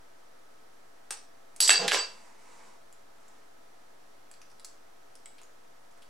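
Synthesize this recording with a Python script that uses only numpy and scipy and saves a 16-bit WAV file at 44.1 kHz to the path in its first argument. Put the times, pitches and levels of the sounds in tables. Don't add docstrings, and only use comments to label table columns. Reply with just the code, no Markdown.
import sys
import numpy as np
from scipy import signal
from scipy.fft import rfft, irfft
from scipy.io import wavfile
from scipy.ndimage import uniform_filter1d

SR = 44100
rng = np.random.default_rng(int(sys.argv[2]) if len(sys.argv) > 2 else 0)


def transcribe(u):
    v = np.clip(np.atleast_2d(u).T, -1, 1)
    q = np.round(v * 32767).astype(np.int16)
    wavfile.write(sys.argv[1], SR, q)


N = 268569
TIME = np.arange(N) / SR


# (time [s], level [dB], treble gain [dB], t60 [s])
KNOCK_HITS = [(1.6040, -20.5, 12.5, 0.02), (1.6157, -26, 19, 0.012), (1.6773, -23.5, 6.5, 0.0081),
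              (1.6938, -12, -11, 0.011), (1.7048, -14.5, 3.5, .008), (1.7392, -26, -2, .008),
              (1.757, -28, -6.5, 0.0098), (1.8792, -28, 17, 0.011), (1.8801, -18.5, -0.5, 0.057),
              (1.9141, -25.5, -14, .008), (1.9188, -18.5, -8, 0.0081), (1.9461, -23, -14, 0.0018)]
# (frequency [Hz], gain [dB])
KNOCK_EQ = [(40, -24.5), (130, -35.5), (350, -12), (600, -9.5), (1100, -12.5), (1700, 3.5), (2400, -2),
            (3400, 3), (4500, -1), (8000, -8), (10500, -17.5), (15000, -32)]
def screwdriver_knocks(room_db=-4):
    dry = np.zeros(N)
    for start, db, treble_db, t60 in KNOCK_HITS:
        knock = eq(burst(t60), KNOCK_EQ)
        knock = eq(knock, [(2500, 0), (7000, treble_db)])
        add(dry, start, at_level(knock, db))
    return dry + amp(room_db) * reverb(dry)


# (time [s], chatter length [s], level [dB], favoured pitch [Hz], roll-off [dB per squared octave])
SHAFT_STRIKES = [(1.603, 0.0018, -22.5, 13100, 8.5), (1.604, .015, -24.5, 5000, 42),
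                 (1.618, 0.027, -22, 6300, 32), (1.677, 0.014, -19.5, 6600, 19.5),
                 (1.695, 0.012, -16.5, 7300, 56), (1.706, 0.0079, -23, 3220, 13),
                 (1.73, 0.052, -25, 4700, 23), (1.916, 0.026, -34, 5450, 7.5),
                 (1.988, .006, -28.5, 7400, 70), (1.978, .05, -32, 4300, 27)]
def ring_envelope(hz, t60, rise_s=0.0012):
    energy = np.zeros(N)
    for start, hold, db, favoured_hz, rolloff_db in SHAFT_STRIKES:
        strength = amp(db - rolloff_db * np.log2(hz / favoured_hz) ** 2)
        energy += (strength * envelope(start, rise_s, hold, t60)) ** 2
    return np.sqrt(energy)


# (pitch [Hz], wander [Hz], relative level [dB])
SHAFT_MODES = [
    [(2698, 4, 1.5)],
    [(4690, 9, -2), (4738, 8, -8), (4838, 15, -13)],
    [(7762, 14, -3.5), (7892, 20, -8), (7953, 15, -5)],
    [(11195, 35, -1)],
    [(14980, 40, 0)],
]
# (gain [dB], damped t60 [s], lingering share [dB])
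SHAFT_DAMPING = [(-2, 0.18, -6), (.5, .18, -14), (-0.5, .11, -16.5), (0, 0.13, -19), (-13.5, .11, -34.5)]
def shaft_ring(ring_db=-1.0, flutter_db=2.26, linger_t60=.5, swing_rad=.3):
    out = np.zeros((2, N))
    since_landing = np.maximum(TIME - SHAFT_STRIKES[0][0], 0)
    partner_fade = amp(3 - 35 * since_landing)
    for modes, (group_db, t60, linger_db) in zip(SHAFT_MODES, SHAFT_DAMPING):
        lowest_hz = modes[0][0]
        damped = ring_envelope(lowest_hz, t60)
        lingering = amp(linger_db) * ring_envelope(lowest_hz, linger_t60)
        flutter = amp(flutter_db * drift(span=.005))
        level = np.sqrt(2) * amp(ring_db + group_db) * np.hypot(damped, lingering) * flutter
        phase_shift = swing_rad * drift(span=0.0083) * np.array([[1], [-1]])
        for hz, wander_hz, db in modes:
            cycles = np.cumsum(hz + wander_hz * drift(span=0.011)) / SR + rng.random()
            fade = partner_fade if hz > lowest_hz else 1
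            out += amp(db) * fade * level * np.sin(2 * np.pi * cycles + phase_shift)
    return out


# (time [s], attack [s], hold [s], scrape level [dB], rattle level [dB])
SKID_MOVES = [(1.603, 0.0024, 0.057, -29.5, -46.5), (1.698, .012, .033, -36, -37),
              (1.777, 0.043, 0.028, -68, -39), (1.918, 0.016, 0.016, -33.5, -29.5)]
# (frequency [Hz], gain [dB])
SCRAPE_EQ = [(130, -44.5), (320, -18.5), (1500, -16.5), (3000, -9.5), (4100, 1.5), (5300, 6), (6500, -2),
             (8200, 3.5), (9300, -10.5), (12000, -17), (13500, -33.5), (16000, -37)]
RATTLE_EQ = [(120, -34), (250, -10), (430, 4), (750, 1), (1200, 2), (1800, 2), (2400, -4.5), (3300, -0.5),
             (4500, -1), (7000, -6.5), (12000, -35.5)]
def screwdriver_skids(room_db=-1):
    scrape = levelled(eq(grains(per_s=1700, spread_db=-0.5), SCRAPE_EQ), span=.015)
    rattle = levelled(eq(grains(per_s=1200, spread_db=1.5), RATTLE_EQ), span=0.035)
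    dry = np.zeros(N)
    for start, rise, hold, scrape_db, rattle_db in SKID_MOVES:
        dry += amp(scrape_db) * scrape * envelope(start, rise, hold, t60=.19)
        dry += amp(rattle_db) * rattle * envelope(start, rise, hold, t60=.2)
    return dry + amp(room_db) * reverb(dry)


# (pitch [Hz], bandwidth [Hz], relative level [dB])
DESK_MODES = [(195, 31.4, -5), (494.7, 27, -1), (654, 60, -9), (810, 47, -11)]
def handle_roll(gain_db=-34, room_db=-4):
    taps = grains(per_s=400, spread_db=3)
    drum = np.zeros(N)
    for hz, width, db in DESK_MODES:
        drum += np.sqrt(2) * amp(db) * levelled(resonate(taps, hz, width), span=0.042).imag
    swell = amp(gain_db) * envelope(start=1.786, rise=.014, hold=.058, t60=.16)
    dry = eq(drum * swell, [(115, -28), (160, -8), (900, -0.5), (2500, -4)])
    return dry + amp(room_db) * reverb(dry)


# (time [s], level [dB], t60 [s])
SNAP_HITS = [(1.1068, -31, 0.023), (1.109, -34.5, 0.0081), (1.1214, -38.5, .02), (1.128, -64.5, .01)]
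# (frequency [Hz], gain [dB])
SNAP_EQ = [(100, -14.5), (300, -13.5), (450, -2), (600, -9.5), (900, -1), (1400, 1), (1750, -6.5),
           (4400, -6), (5300, -1), (7300, -4), (8800, 2.5), (10200, -11), (13000, -19), (16000, -30)]
def bit_snap(room_db=-1):
    dry = np.zeros(N)
    for start, db, t60 in SNAP_HITS:
        snap = eq(burst(t60), SNAP_EQ)
        add(dry, start, at_level(snap, db))
    return dry + amp(room_db) * reverb(dry)


# (time [s], level [dB], ping pitch [Hz], ping share [dB], body gain [dB], t60 [s])
TICK_HITS = [(1.5628, -44.5, 5900, -28, -4, .015), (2.9271, -54, 8320, -6, -6.5, .003),
             (3.281, -57.5, 7960, -3, -12, 0.039), (4.3138, -48.5, 8500, -9, 3, 0.014),
             (4.3386, -54, 4860, 3, 3, .017), (4.4165, -50, 6060, 1, 5, 0.021),
             (4.5016, -61, 5820, -1, -4, .02), (4.5154, -59, 5830, 1, 2, .02),
             (4.597, -51, 4670, -2, -7, .013), (4.6465, -39, 8150, -10, -5, 0.022),
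             (5.154, -50.5, 5900, -5, -1, 0.014), (5.2583, -43, 8330, 6, -21, 0.0091),
             (5.259, -50.5, 2600, 13, -5, 0.01), (5.382, -52, 2710, 8, -16, 0.079),
             (5.4159, -52.5, 2570, -22.5, 9, .011), (5.433, -54, 7000, 2, 1, .01),
             (5.912, -61.5, 7040, -5, 6, 0.037), (5.9753, -60, 2210, 2, 0, .03),
             (6.0208, -53.5, 2800, 3.5, -16, 0.065)]
# (frequency [Hz], gain [dB])
TICK_EQ = [(100, -30.5), (480, -5), (1400, -0.5), (2400, -1.5), (3600, -5.5), (4700, -0.5), (6300, 1.5),
           (8000, 7), (9200, 3), (10400, 3.5), (11800, -12), (16000, -16)]
def steel_ticks(ping_width_hz=1700, room_db=-1.6):
    dry = np.zeros(N)
    for start, db, ping_hz, ping_db, body_db, t60 in TICK_HITS:
        click = eq(burst(t60), TICK_EQ)
        click = eq(click, [(2500, body_db), (4500, 0.0018)])
        ping = resonate(click, ping_hz, ping_width_hz)
        ping = resonate(ping, ping_hz, ping_width_hz).imag
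        tick = unit(click) + amp(ping_db) * unit(ping)
        add(dry, start, at_level(tick, db))
    return dry + amp(room_db) * reverb(dry)


# (time [s], length [s], relative level [dB])
HAND_SWEEPS = [(1.963, .4, -59), (2.34, 0.44, -58), (3.116, 0.36, -68)]
# (frequency [Hz], gain [dB])
SKIN_EQ = [(130, -33), (205, 1), (300, -8.5), (600, -4.5), (950, 3.5), (1400, -6), (2100, -3.5),
           (3200, -15.5), (4500, -12), (7500, -10), (10000, -16), (14000, -45)]
def hand_brush(arch=0.52):
    swell = np.zeros(N)
    for start, length, db in HAND_SWEEPS:
        progress = np.clip((TIME - start) / length, 0, 1)
        swell += amp(db) * abs(np.sin(np.pi * progress)) ** arch
    friction = eq(grains(per_s=15000, spread_db=4.5), SKIN_EQ)
    dry = unit(friction) * swell
    return (dry + reverb(dry)) / np.sqrt(2)


# (frequency [Hz], t60 [s])
REVERB_DECAY = [(150, 0.18), (500, 0.34), (2000, .33), (5500, 0.36), (9000, 0.25), (15000, 0.13)]
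# (frequency [Hz], side minus mid [dB])
REVERB_WIDTH = [(150, -0.5), (400, -1.5), (700, -1.5), (1400, -5), (4000, -7), (8000, -2), (15000, -6.5)]
def reverb(x, echoes_per_s=5000, predelay_s=.002):
    size = SR // 2
    echoes = rng.standard_normal((2, size)) * (rng.random((2, size)) < echoes_per_s / SR)
    echoes *= TIME[:size] > predelay_s
    hz, t, bands = signal.stft(echoes, SR, nperseg=256)
    decay = amp(-60 * t / curve_at(REVERB_DECAY, hz)[:, None])
    _, tail = signal.istft(bands * decay, SR, nperseg=256)
    tail = widen(tail, REVERB_WIDTH)
    return signal.fftconvolve(x[None], tail / np.linalg.norm(tail[0]), axes=1)[:, :N]


# (frequency [Hz], gain [dB])
AIR_EQ = [(20, -8.5), (60, -10.5), (120, -10.5), (190, -10.5), (250, -5), (340, -6.5), (470, -4),
          (570, -5.5), (720, -4.5), (1250, -8), (1700, -9.5), (2600, -16.5), (6000, -18.5), (12000, -24.5),
          (16000, -33)]
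# (frequency [Hz], side minus mid [dB])
AIR_SPREAD = [(60, -14), (110, -16), (200, 0), (380, 3.5), (700, 4.5), (1290, 0.5), (2380, -1),
              (4400, -1.5), (8120, -3.5), (15000, -2)]
# (pitch [Hz], level [dB])
FAN_TONES = [(678.3, -74.5), (1287, -75.5), (5760, -84.5)]
def room_tone(air_db=-62.5, waver_hz=2):
    mid_side = np.array([unit(eq(noise, AIR_EQ)) for noise in rng.standard_normal((2, N))])
    hum = np.zeros(N)
    for hz, db in FAN_TONES:
        cycles = np.cumsum(hz + waver_hz * drift(span=0.19)) / SR
        hum += amp(db) * np.sqrt(2) * np.sin(2 * np.pi * cycles)
    return amp(air_db) * widen(mid_side, AIR_SPREAD) + hum


def burst(t60):
    t = np.arange(SR // 10) / SR
    return rng.choice([-1, 1], len(t)) * amp(-60 * t / max(t60, .002))


def grains(per_s, spread_db):
    hits = rng.random(N) < per_s / SR
    size = np.minimum(rng.exponential(1, N), 4)
    return hits * amp(spread_db * size) * rng.choice([-1, 1], N)


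def envelope(start, rise, hold, t60):
    t, out = TIME[:SR], np.zeros(N)
    attack = np.minimum(t / max(rise, 1 / SR), 1)
    release = amp(-60 * np.maximum(t - rise - hold, 0) / t60)
    add(out, start, attack * release)
    return out


def drift(span):
    size = max(int(span * SR), 2)
    smoothed = uniform_filter1d(rng.standard_normal(N), size, mode="wrap")
    return unit(uniform_filter1d(smoothed, size, mode="wrap"))


def resonate(x, hz, width):
    pole = np.exp((2j * np.pi * hz - np.pi * width) / SR)
    return signal.lfilter([1], [1, -pole], x)


def eq(x, points, size=4096):
    log_gain = np.log(amp(curve_at(points, abs(np.fft.fftfreq(size, 1 / SR)))))
    response = np.exp(np.conj(signal.hilbert(log_gain)))
    taps = np.fft.ifft(response).real[:size // 2]
    return signal.oaconvolve(x, taps)[:len(x)]


def widen(mid_side, width):
    mid, side = mid_side
    side_gain = amp(curve_at(width, np.fft.rfftfreq(len(side), 1 / SR)))
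    side = irfft(rfft(side) * side_gain, len(side))
    return np.array([mid + side, mid - side])


def levelled(x, span):
    power = uniform_filter1d(abs(x) ** 2, max(int(span * SR), 2))
    return x / np.sqrt(abs(power) + 1e-12)


def at_level(x, db):
    return amp(db) * x / np.linalg.norm(x) * np.sqrt(.003 * SR)


def add(mix, start, sound):
    part = mix[round(start * SR):][:len(sound)]
    part += sound[:len(part)]


def curve_at(points, hz):
    point_hz, values = np.transpose(points)
    return np.interp(np.log(hz + 1), np.log(point_hz + 1), values)


def amp(db):
    return 10 ** (np.asarray(db) / 20)


def unit(x):
    return x / np.sqrt(np.mean(x ** 2) + 1e-20)


# (frequency [Hz], left minus right [dB])
DESK_PAN = [(200, 1.5), (380, -4.5), (700, -3), (1300, -3), (2400, -2.5), (4400, -1), (9000, -1.5)]
def scene(room_pan_db=-1.13):
    desk = screwdriver_knocks() + screwdriver_skids() + shaft_ring() + handle_roll() + hand_brush()
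    pan_db = curve_at(DESK_PAN, np.fft.rfftfreq(N, 1 / SR))
    desk = irfft(rfft(desk) * amp([pan_db / 2, -pan_db / 2]), N)
    laptop = bit_snap() + steel_ticks()
    background = room_tone() * amp([[room_pan_db / 2], [-room_pan_db / 2]])
    return laptop + desk + background


def record(dry, dc_offset=-.0028, cutoff_hz=16000):
    lowpass = signal.firwin(511, cutoff_hz, window=("kaiser", 9), fs=SR)
    return signal.oaconvolve(dry + dc_offset, lowpass[None], "same")


dry = scene()
out = record(dry)
transcribe(out)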